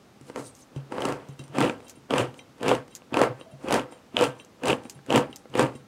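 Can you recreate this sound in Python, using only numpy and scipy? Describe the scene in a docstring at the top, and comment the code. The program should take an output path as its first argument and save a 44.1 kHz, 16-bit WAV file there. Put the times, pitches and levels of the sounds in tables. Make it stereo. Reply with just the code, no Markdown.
"""A hand-turned can opener walks round a full tin on a covered table, heard from close by. Each half turn of
the key grinds the wheel through the lid (rough noise ringing the tin), while the feed gear snaps tooth by
tooth over the rim (short noise bursts). The loose steel key jingles and the table booms softly (fading sine
waves), and fingers peel off the steel (fizzing noise). A quiet room answers and hums behind (shaped noise)."""
import sys
import numpy as np
from scipy import signal
from scipy.fft import rfft, irfft, next_fast_len
from scipy.io import wavfile
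from scipy.ndimage import map_coordinates

SR = 44100
rng = np.random.default_rng(int(sys.argv[2]) if len(sys.argv) > 2 else 0)


def inscribe(sig):
    """Save sig as 16-bit PCM at rate SR to the path in sys.argv[1].

    A 1-D sig is mono; a 2-D sig holds one channel per row.
    Samples are clipped to [-1, 1] before scaling.
    """
    pcm = np.round(np.clip(np.atleast_2d(sig).T, -1, 1) * 32767)
    wavfile.write(sys.argv[1], SR, pcm.astype(np.int16))


N = 259175  # length in samples

# Half turns of the key. Each row: wheel bites in seconds, push lasts in seconds, swell to the bite in dB/s,
# fall after the push in dB/s, grind at the bite in dB, grind at the end of the push in dB, bass of the tin
# against its other tones in dB, highest cutter scrape in dB, highest tearing hiss in dB,
# delay from the bite to the strongest table sway in seconds, table sway in dB.
HALF_TURNS = [(0.361, 0.021, 900, 235, -38.5, -33, 1, -56, -49, 0.059, -39),
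              (0.923, 0.17, 700, 183, -37.5, -26, -1, -47.5, -51, 0.21, -39),
              (1.553, 0.091, 608, 201, -33, -20.5, 2.5, -35, -44.5, .04, -31),
              (2.108, 0.092, 1500, 240, -26, -21.5, -1.5, -33.5, -43.5, 0.11, -27),
              (2.634, 0.086, 500, 261, -30, -19.5, -2.5, -34.5, -44, 0.086, -26.5),
              (3.145, 0.086, 700, 269, -26.5, -17.5, -6.5, -40, -47, .16, -36.5),
              (3.693, 0.067, 350, 270, -26.5, -18.5, -2.5, -34.5, -44, 0.11, -45.5),
              (4.176, 0.058, 603, 253, -26, -20.5, -5, -29.5, -40, .11, -36.5),
              (4.657, 0.044, 504, 276, -26, -19.5, 1.5, -30.5, -41.5, 0.043, -30),
              (5.103, 0.06, 800, 236, -28.5, -16, 0.5, -30.5, -42, 0.076, -32),
              (5.555, 0.054, 600, 243, -30, -16.5, -0.5, -33.5, -42, 0.08, -25)]


def amp(db):
    """Turn decibels into a gain."""
    return 10 ** (np.asarray(db) / 20)


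def unit(x):
    """Scale a sound to an average (RMS) level of one."""
    return x / np.sqrt(np.mean(x ** 2) + 1e-20)


def shape(points):
    """Gain at any frequency, from (Hz, dB) points joined on a log axis."""
    f, v = np.transpose(points)
    return lambda hz: amp(np.interp(np.log(hz + 1), np.log(f + 1), v, left=-120))


def resonant(modes):
    """Response of (Hz, width in Hz, dB) resonances; widths under 22 Hz are raised to 22."""
    def peak(f, center, width):
        return 1j * f * width / (center * center - f * f + 1j * f * width)

    def response(f):
        # neighbours have opposite signs
        return sum((-1) ** k * amp(db) * peak(f, center, max(width, 22))
                   for k, (center, width, db) in enumerate(modes))
    return response


def causal(gain):
    """A response with this gain that answers at once and never early (minimum phase)."""
    cepstrum = irfft(np.log(gain + 1e-6))
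    # fold the half before time zero onto the half after it
    cepstrum[1:len(cepstrum) // 2] *= 2
    cepstrum[len(cepstrum) // 2 + 1:] = 0
    return np.exp(rfft(cepstrum))[:len(gain)]


def filtered(x, response):
    """Shape the spectrum of a sound by a response of frequency."""
    m = 2 * next_fast_len(N // 2 + SR // 4)  # spare room for ringing
    return irfft(rfft(x, m) * response(np.fft.rfftfreq(m, 1 / SR)), m)[..., :N]


def wobble(rate):
    """A smooth random curve through this many random points a second."""
    knots = rng.standard_normal(int(N * rate / SR) + 4)
    return map_coordinates(knots, [np.arange(N) * rate / SR])


def grit(rate, spread_db):
    """Noise whose level wavers quickly, like many tiny slips."""
    return unit(rng.standard_normal(N) * amp(spread_db * wobble(rate)))


def add(track, s, sound):
    """Mix a sound into the track at s seconds."""
    track[round(s * SR):][:len(sound)] += sound


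def swell(start, end, start_db, end_db, rise, fall):
    """Gain of events that rise to their start, run straight to their end and fall, in dB/s; powers add."""
    t = np.arange(0, N + 64, 32)[:, None] / SR  # every 32 samples is fine enough
    along = np.clip((t - start) / np.maximum(end - start, 1e-4), 0, 1)
    before = np.maximum(start - t, 0)
    after = np.maximum(t - end, 0)
    db = start_db + (end_db - start_db) * along - rise * before - fall * after
    return np.interp(np.arange(N) / SR, t[:, 0], np.sqrt(np.sum(amp(db) ** 2, axis=1)))


def struck(events, families, attack, shake_db, spread_db):
    """Each event rings every family of modes at its own strength, as slightly unsteady fading sines."""
    out, t = np.zeros(N + SR), np.arange(SR // 4) / SR
    for s, *family_db in events:
        for db, modes in zip(family_db, families):
            for hz, level, t60 in modes:
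                shake = shake_db * np.interp(t, np.linspace(0, t[-1], 50), rng.standard_normal(50))
                fading_db = db + level + spread_db * rng.normal() + shake - 60 * t / t60
                ring = amp(fading_db) * np.sin(2 * np.pi * hz * t)
                add(out, s, ring * (1 - np.exp(-t / attack)))
    return out[:N]


def in_tin(force):
    """The tin answers with main tones over a broad bed of small ones; its bass drifts from turn to turn."""
    # Broad bed of the tin. Each row: frequency in Hz, level in dB per Hz.
    bed = [(100, -10), (250, -12.5), (600, -5.5), (1200, -16), (1700, -19), (2100, -17.5), (3600, -25.5),
           (5000, -14), (16000, -111)]
    # Main tones of the full tin. Each row: frequency in Hz, width in Hz, level in dB.
    tones = [(218, 31, -5), (241, 13.8, -4), (277, 26.3, 3.5), (331, 93, -2), (406.4, 10, -4.5),
             (498.1, 27.4, 6), (550, 11.8, -15.5), (732, 57, -28), (768, 13, -10), (918, 70, -5),
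             (1090, 22, -6.5), (1197, 35, -9), (1341.5, 30, -7), (1560, 15, -9), (1714, 15, -12.5)]

    def response(f):
        power = shape(bed)(f) ** 2 + sum(abs(resonant([tone])(f)) ** 2 for tone in tones)
        soften = 1 / (1 + (f / 3000) ** 4)
        return causal(np.sqrt(power) * soften)

    ring = filtered(force, response)
    low_ring = filtered(ring, lambda f: 1 / (1 + (f / 334) ** 6))  # keeps what lies below about 334 Hz
    bite, push, *_, bass_db = np.transpose(HALF_TURNS)[:7]
    bass = amp(np.interp(np.arange(N) / SR, bite + push, bass_db))
    return ring + (bass - 1) * low_ring


def in_wheel(force):
    """The cutting wheel answers in one broad band."""
    # Tones of the cutting wheel, applied twice. Each row: frequency in Hz, width in Hz, level in dB per pass.
    wheel_tones = [(2316, 580, -3.5), (3050, 1300, -1.5)]

    def response(f):
        soften = 1 / (1 + 1j * f / 4000) ** 3
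        return resonant(wheel_tones)(f) ** 2 * soften
    return filtered(force, response)


def efforts():
    """Gains of grind, scrape, hiss and table sway, from the turns and the hands shifting between them."""
    # Hands shifting on key and handles. Each row: time in seconds, shuffle in the tin in dB, skin hiss in dB.
    hand_shifts = [(0.291, -48, -56), (0.47, -63, -49), (0.61, -63, -56), (0.769, -46.5, -66),
                   (1.22, -53, -77), (1.29, -53, -69), (1.41, -50, -63), (1.85, -58, -66), (1.9, -57, -62),
                   (2.39, -54.5, -60), (2.96, -56.5, -62), (3.4, -50.5, -66), (3.64, -55, -61),
                   (3.93, -50.5, -68), (4.4, -52, -65), (4.86, -52, -63), (4.93, -64, -61),
                   (5.39, -72, -61.5), (5.76, -64, -62)]
    rub_rise, rub_fall, skin_fall = 302, 139, 404  # dB/s
    settle_db, settle_fall = -33.5, 95  # faint slower tail as tin and opener settle: dB under the grind, dB/s
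    scrape_bite_db, scrape_fall = -12.5, 1.31  # dB under its top at the bite, times the fall of the grind
    tear_bite_db, tear_hold, tear_fall = -11, 0.0089, 1.29  # the same for the hiss, held longer in seconds
    sway_rise, sway_fall = 504, 208  # dB/s

    bite, push, rise, fall, bite_db, off_db, _, scrape_db, tear_db, lag, sway_db = np.transpose(HALF_TURNS)
    rub, shuffle_db, skin_db = np.transpose(hand_shifts)
    off = bite + push
    turning = swell(bite, off, bite_db, off_db, rise, fall)
    settle = swell(off, off, off_db + settle_db, off_db + settle_db, rise, settle_fall)
    loose = settle + swell(rub, rub, shuffle_db, shuffle_db, rub_rise, rub_fall)
    scrape = swell(bite, off, scrape_db + scrape_bite_db, scrape_db, rise, scrape_fall * fall)
    tear = swell(bite, off + tear_hold, tear_db + tear_bite_db, tear_db, rise, tear_fall * fall)
    skin = swell(rub, rub, skin_db, skin_db, rub_rise, skin_fall)
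    sway = swell(bite + lag, bite + lag, sway_db, sway_db, sway_rise, sway_fall)
    grind = turning + loose
    # the cutter also scrapes under the shuffle, and the table sways a little with all grinding
    return grind, scrape + amp(-16) * loose, tear + skin, sway + amp(-17) * grind


def air():
    """Steady hum and hiss of the room, nearly alike in both channels."""
    # Colour of the room noise. Each row: frequency in Hz, relative level in dB.
    air_color = [(18, -32), (30, -1), (108, -2), (244, 1.5), (371, -4), (977, -13), (1140, -12),
                 (1300, -13), (1690, -17), (5650, -24), (6110, -24.5), (15700, -38)]
    mid, side = (unit(filtered(rng.standard_normal(N), shape(air_color))) for _ in range(2))
    return amp(-54.5) * np.array([mid + 0.45 * side, mid - 0.22 * side])


def table():
    """The turning hands keep the table's lowest tone wavering; bumps ring table and tin outright."""
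    # Hands bumping things. Each row: time in seconds, table strength in dB, tin strength in dB.
    hand_bumps = [(0.211, -45.5, -44.5), (0.763, -28, -34.5), (1.124, -32.5, -53), (1.29, -36, -57),
                  (1.395, -36.5, -36), (1.497, -39.5, -47), (1.973, -51, -45), (2.495, -51.5, -71),
                  (2.612, -64, -34), (3.124, -39, -28), (3.533, -40, -61), (3.643, -66, -31),
                  (4.144, -64, -33.5), (4.52, -59, -60), (4.853, -60, -36), (4.956, -41.5, -64),
                  (5.085, -40, -34.5), (5.295, -48, -35.5), (5.497, -45.5, -60), (5.753, -41, -37)]
    # Tones of a thud, table first, then tin. Each row: frequency in Hz, level in dB, time to fade 60 dB in seconds.
    thud_tones = [
        [(137, 3.5, 0.25), (95, -5, 0.073)],
        [(252, 7.5, 0.041), (312, 3, 0.043)],
    ]
    table_hz = 129.1 * (1 + 0.0773 * wobble(30))
    phase = 2 * np.pi * np.cumsum(table_hz) / SR
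    sway = efforts()[-1] * amp(3.07 * wobble(45)) * np.sin(phase)
    return sway + struck(hand_bumps, thud_tones, attack=.0015, shake_db=1.2, spread_db=1.5)


def teeth():
    """Each gear tooth snapping over the rim, and each clank of the loose key on its frame, is a short bright
    crack, a jolt of the cutter and a blow on the tin."""
    # Teeth snapping over the rim, and between turns the loose key clanking against its frame. Each row: time in
    # seconds, then the # relative strengths in dB of the crack, the ring of the cutter and the knock in the
    # tin.
    snaps_and_clanks = [(0.2116, -34, -60, -63), (0.2985, -38, -61, -21.5), (0.3595, -26, -35, -15.5),
                        (0.762, -34, -39, -50), (0.9213, -28.5, -28, -14.5), (0.958, -51, -44, -39),
                        (0.9818, -40, -25.5, -15), (1.0053, -22, -34, -15), (1.0202, -19.5, -17, -21),
                        (1.0526, -12.5, -17.5, -9), (1.0864, -21, -48, -35), (1.1235, -22, -29, -23.5),
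                        (1.393, -26, -60, -43), (1.439, -32.5, -51, -47), (1.48, -35.5, -60, -48),
                        (1.5514, -40, -47, -29), (1.584, -13.5, -14.5, -9.5), (1.605, -9.5, -22, -6),
                        (1.6127, -33, -17, -3.5), (1.625, -19, -14, -17), (1.6961, -22, -16.5, -15.5),
                        (1.7804, -42, -62, -56), (1.8033, -37.5, -46, -31.5), (1.8274, -45, -57, -49),
                        (2.1064, -21, -15.5, -13.5), (2.137, -18, -18, -5.5), (2.1596, -22, -23, -10),
                        (2.1814, -9.5, -9.5, -14), (2.2034, -37, -12.5, -15), (2.3418, -34, -41, -33),
                        (2.391, -45, -26.5, -50), (2.582, -40, -55, -45), (2.6085, -34, -51, -36),
                        (2.63, -20, -23, -15.5), (2.6613, -24, -31, -12.5), (2.6814, -9, -31, -8),
                        (2.6909, -13, -10, -22), (2.7147, -21, -12, -2.5), (2.7506, -20, -17, -15),
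                        (2.8798, -35, -57, -34.5), (3.0195, -54, -47, -34), (3.1224, -45, -44, -30),
                        (3.1327, -49, -26.5, -34), (3.1419, -20, -13.5, -8.5), (3.1699, -14, -13.5, -5.5),
                        (3.192, -17, -32, -15), (3.2152, -10, -37, 0), (3.2362, -17.5, -42, -5),
                        (3.3147, -52, -53, -28), (3.4112, -48, -28.5, -31.5), (3.6424, -48, -54, -41),
                        (3.6843, -21, -19, -15), (3.708, -13.5, -43, -12), (3.7247, -5, -39.5, -8),
                        (3.7417, -6, -19, -39), (3.7593, -31, -30, -25), (3.795, -21, -21, -43),
                        (3.923, -34, -37, -31), (4.1437, -52, -52, -40), (4.1674, -17.5, -6.5, -10),
                        (4.19, -18, -14, -16), (4.2004, -28, -33, -12), (4.2101, -11, -30, -6),
                        (4.2229, -14, -31, -8), (4.2399, -9.5, -12, -12), (4.398, -48, -30.5, -45),
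                        (4.6349, -20, -22, -16.5), (4.6561, -13, -22.5, -36), (4.673, -14.5, -31, -40),
                        (4.682, -7, -35, -26), (4.7023, -14, -11.5, -7), (4.729, -26.5, -16, -13),
                        (4.8354, -35, -49, -52), (4.8532, -49, -32, -30), (4.99, -58, -59, -33.5),
                        (5.063, -30, -51, -55), (5.1037, -18, -13.5, -11), (5.125, -15, -10.5, -13),
                        (5.1436, -19, -22, -10), (5.1586, -3.5, -33, -10), (5.1769, -11, -17.5, -5),
                        (5.3281, -33, -30.5, -39), (5.4552, -61, -72, -32.5), (5.5, -40, -60, -52),
                        (5.5393, -40, -26, -26), (5.5526, -21.5, -20, -10), (5.5762, -18.5, -34, -29),
                        (5.5938, -8, -42, -4.5), (5.611, -20, -35, -15), (5.627, -17, -35, -24),
                        (5.665, -30, -37, -32), (5.752, -37, -45, -43)]
    # Colour of the crack. 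Each row: frequency in Hz, level in dB.
    crack_color = [(800, -1), (2500, -6), (5000, -6), (8000, -5.5), (11000, -13.5), (13500, -25.5),
                   (16000, -24)]
    crack, jolt, blow = np.zeros((3, N + SR))
    t = np.arange(SR // 20) / SR
    rise = 1 - np.exp(-t / .0004)
    snap = amp(-60 * t / .006)  # fades 60 dB in 6 ms
    faint_tail = 0.068 * amp(-60 * t / 0.2)
    for s, crack_db, ring_db, knock_db in snaps_and_clanks:
        burst = rng.standard_normal((3, len(t))) * rise
        # an echo 3 to 11 samples later gives each crack its own colour
        burst[0] += 0.17 * np.roll(burst[0], rng.integers(3, 12))
        add(crack, s, amp(crack_db + 2) * unit(burst[0]) * (snap + faint_tail))
        add(jolt, s, amp(ring_db + 21.5 - 60 * t / 0.008) * burst[1])
        add(blow, s, amp(knock_db + 15 - 60 * t / 0.012) * burst[2])
    bright = filtered(crack[:N], lambda f: causal(shape(crack_color)(f)))
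    return bright + in_wheel(jolt[:N]) + in_tin(blow[:N])


def cut():
    """The wheel grinds the lid in small slips and scrapes; the metal hisses as it tears."""
    # Colour of the low rumble. Each row: frequency in Hz, relative level in dB.
    rumble_color = [(30, -21), (65, 9), (85, -2), (110, 1), (160, 9), (200, -14), (300, -40.5)]
    # Colour of the hiss. Each row: frequency in Hz, relative level in dB.
    hiss_color = [(2000, -30), (3800, -4), (5000, -3), (8500, 0), (9800, -4), (11500, -12), (14000, -17),
                  (16000, -26)]
    grind, scrape, hiss, _ = efforts()
    slips = grit(500, spread_db=1.5)
    body = in_tin(grind * slips) / np.std(in_tin(slips))
    wheel = scrape * unit(in_wheel(grit(520, spread_db=4.5)))
    rumble = amp(-16.5) * grind * unit(filtered(rng.standard_normal(N), shape(rumble_color)))
    tear = hiss * unit(filtered(grit(900, spread_db=2.5), shape(hiss_color)))
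    return body + wheel + rumble + tear


def fingers():
    """Skin lets go of the steel with a tick, then fizzes for a moment; once it slides with a thin rough squeak."""
    # Skin peeling off key or handles. Each row: time in seconds, relative strength in dB, fizz length in seconds.
    peels = [(0.551, -44.5, 0.065), (0.746, -66, 0.03), (1.287, -48, 0.024), (1.882, -39, 0.034),
             (1.8959, -33, 0.018), (2.9517, -31, 0.021), (4.448, -49, 0.016), (4.897, -30.5, 0.019),
             (5.3598, -33, 0.014)]
    # Colour of the peeling skin. Each row: frequency in Hz, level in dB.
    skin_color = [(1500, -4.5), (4000, -4.5), (6500, 6.5), (10000, -5), (14000, -7), (16000, -18)]
    # Path of the sliding squeak. Each row: time in seconds, level in dB, pitch in Hz.
    squeak_path = [(.44, -59, 8600), (.468, -45, 8500), (.485, -53, 9600), (.50, -52, 8600),
                   (0.519, -67, 8100), (.59, -68, 8800), (0.607, -59, 9600), (0.614, -68, 6470),
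                   (.628, -49, 6300), (.64, -69, 6200)]
    out, t = np.zeros(N + SR), np.arange(SR // 10) / SR
    tick = amp(-60 * t / .009)
    for s, db, length in peels:
        # the fizz jumps to a new random level every 60 samples
        grain = amp(3 * rng.standard_normal(len(t) // 60 + 1).repeat(60)[:len(t)])
        fizz = 0.2 * grain / (1 + (t / length) ** 4)
        add(out, s, amp(db) * rng.standard_normal(len(t)) * (tick + fizz))
    peeling = filtered(out[:N], lambda f: causal(shape(skin_color)(f)))

    s, db, hz = np.transpose(squeak_path)
    now = np.arange(N) / SR
    pitch = np.interp(now, s, hz) * (1 + 0.035 * wobble(900))
    level = amp(np.interp(now, s, db, -150, -150) + 2.7 * wobble(300))
    return peeling + level * np.sin(2 * np.pi * np.cumsum(pitch) / SR)


def key():
    """The loose key touches its frame lightly and rings softly in its own steel tones."""
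    # Touches of the key. Each row: time in seconds, then the relative strengths in dB of its low, middle,
    # upper and top tones.
    touches = [(0.758, -56, -52, -64, -70), (1.301, -58, -72, -66, -75), (1.3204, -78, -75, -66, -56),
               (1.3903, -45, -59, -55, -57), (1.4354, -70, -52, -60, -70), (1.4784, -73, -65, -68, -75),
               (1.844, -67, -59, -58, -66), (1.8654, -50, -67, -73, -69), (1.954, -60, -78, -58, -51),
               (1.9686, -65, -70, -69, -69), (2.378, -72, -67, -57, -67), (2.391, -45.5, -44, -73, -70),
               (2.9055, -62, -56, -61, -73), (2.9203, -51, -68, -78, -77), (3.3962, -57, -66, -60, -70),
               (3.4114, -51, -75, -72, -60), (3.5114, -55.5, -61, -62, -54), (3.911, -75, -65, -54, -66),
               (3.9237, -52, -71, -53, -72), (3.9744, -66, -92, -68, -62), (4.3844, -76, -52, -55.5, -70),
               (4.3983, -47, -55, -56, -61), (4.8447, -75, -69, -55, -84), (4.8517, -57, -59, -69, -72),
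               (4.9464, -58, -70, -63, -52), (4.9574, -64, -72, -61, -63), (5.3015, -63, -68, -59, -75),
               (5.3274, -48.5, -60, -68, -85), (5.7513, -52, -68, -54, -75)]
    # Tones of the key in those four families. Each row: frequency in Hz, relative level in dB,
    # time to fade 60 dB in seconds.
    key_tones = [
        [(2070, 0, .1), (2735, 8, .07), (3144, 6, .13), (3857, 3, .13)],
        [(5920, 5, .08)],
        [(7510, 5, .1), (8952, 11, .13)],
        [(10700, 7, .06)],
    ]
    return amp(-8) * struck(touches, key_tones, attack=.0035, shake_db=3, spread_db=1.5)


def creak():
    """A faint creak before one turn: rough slips heard through one narrow band."""
    # In order: start in seconds, end in seconds, level in dB, frequency in Hz, width of one filter pass in Hz.
    creak_settings = (3.5, 3.5, -48, 650, 51)
    start, end, db, hz, width = np.array(creak_settings)[:, None]
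    band = filtered(grit(100, spread_db=7), lambda f: resonant([(hz, width, 0)])(f) ** 2)
    return swell(start, end, db, db, 300, 200) * unit(band)


def room(x):
    """A short fading answer of the walls, in opposite phase in the two channels."""
    t = np.arange(SR // 4) / SR
    tail = rng.standard_normal(len(t)) * amp(-60 * t / 0.29)
    answer = signal.fftconvolve(x, tail / np.linalg.norm(tail))[:N]
    return np.outer([1, -1], answer)


def scene():
    """The opener and table, a touch louder in the first channel, with the room around them."""
    near = cut() + table() + teeth() + key() + fingers() + creak()
    return near * amp([[.1], [-.1]]) + amp(-34.5) * room(near) + air()


def record(dry):
    """Thin out the deepest bass and keep nothing from the top limit up."""
    top_hz, bass_cut_hz = 15800, 55

    def response(hz):
        return (hz < top_hz) * (1j * hz / (bass_cut_hz + 1j * hz)) ** 3
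    return filtered(dry, response)


dry = scene()
out = record(dry)
inscribe(out)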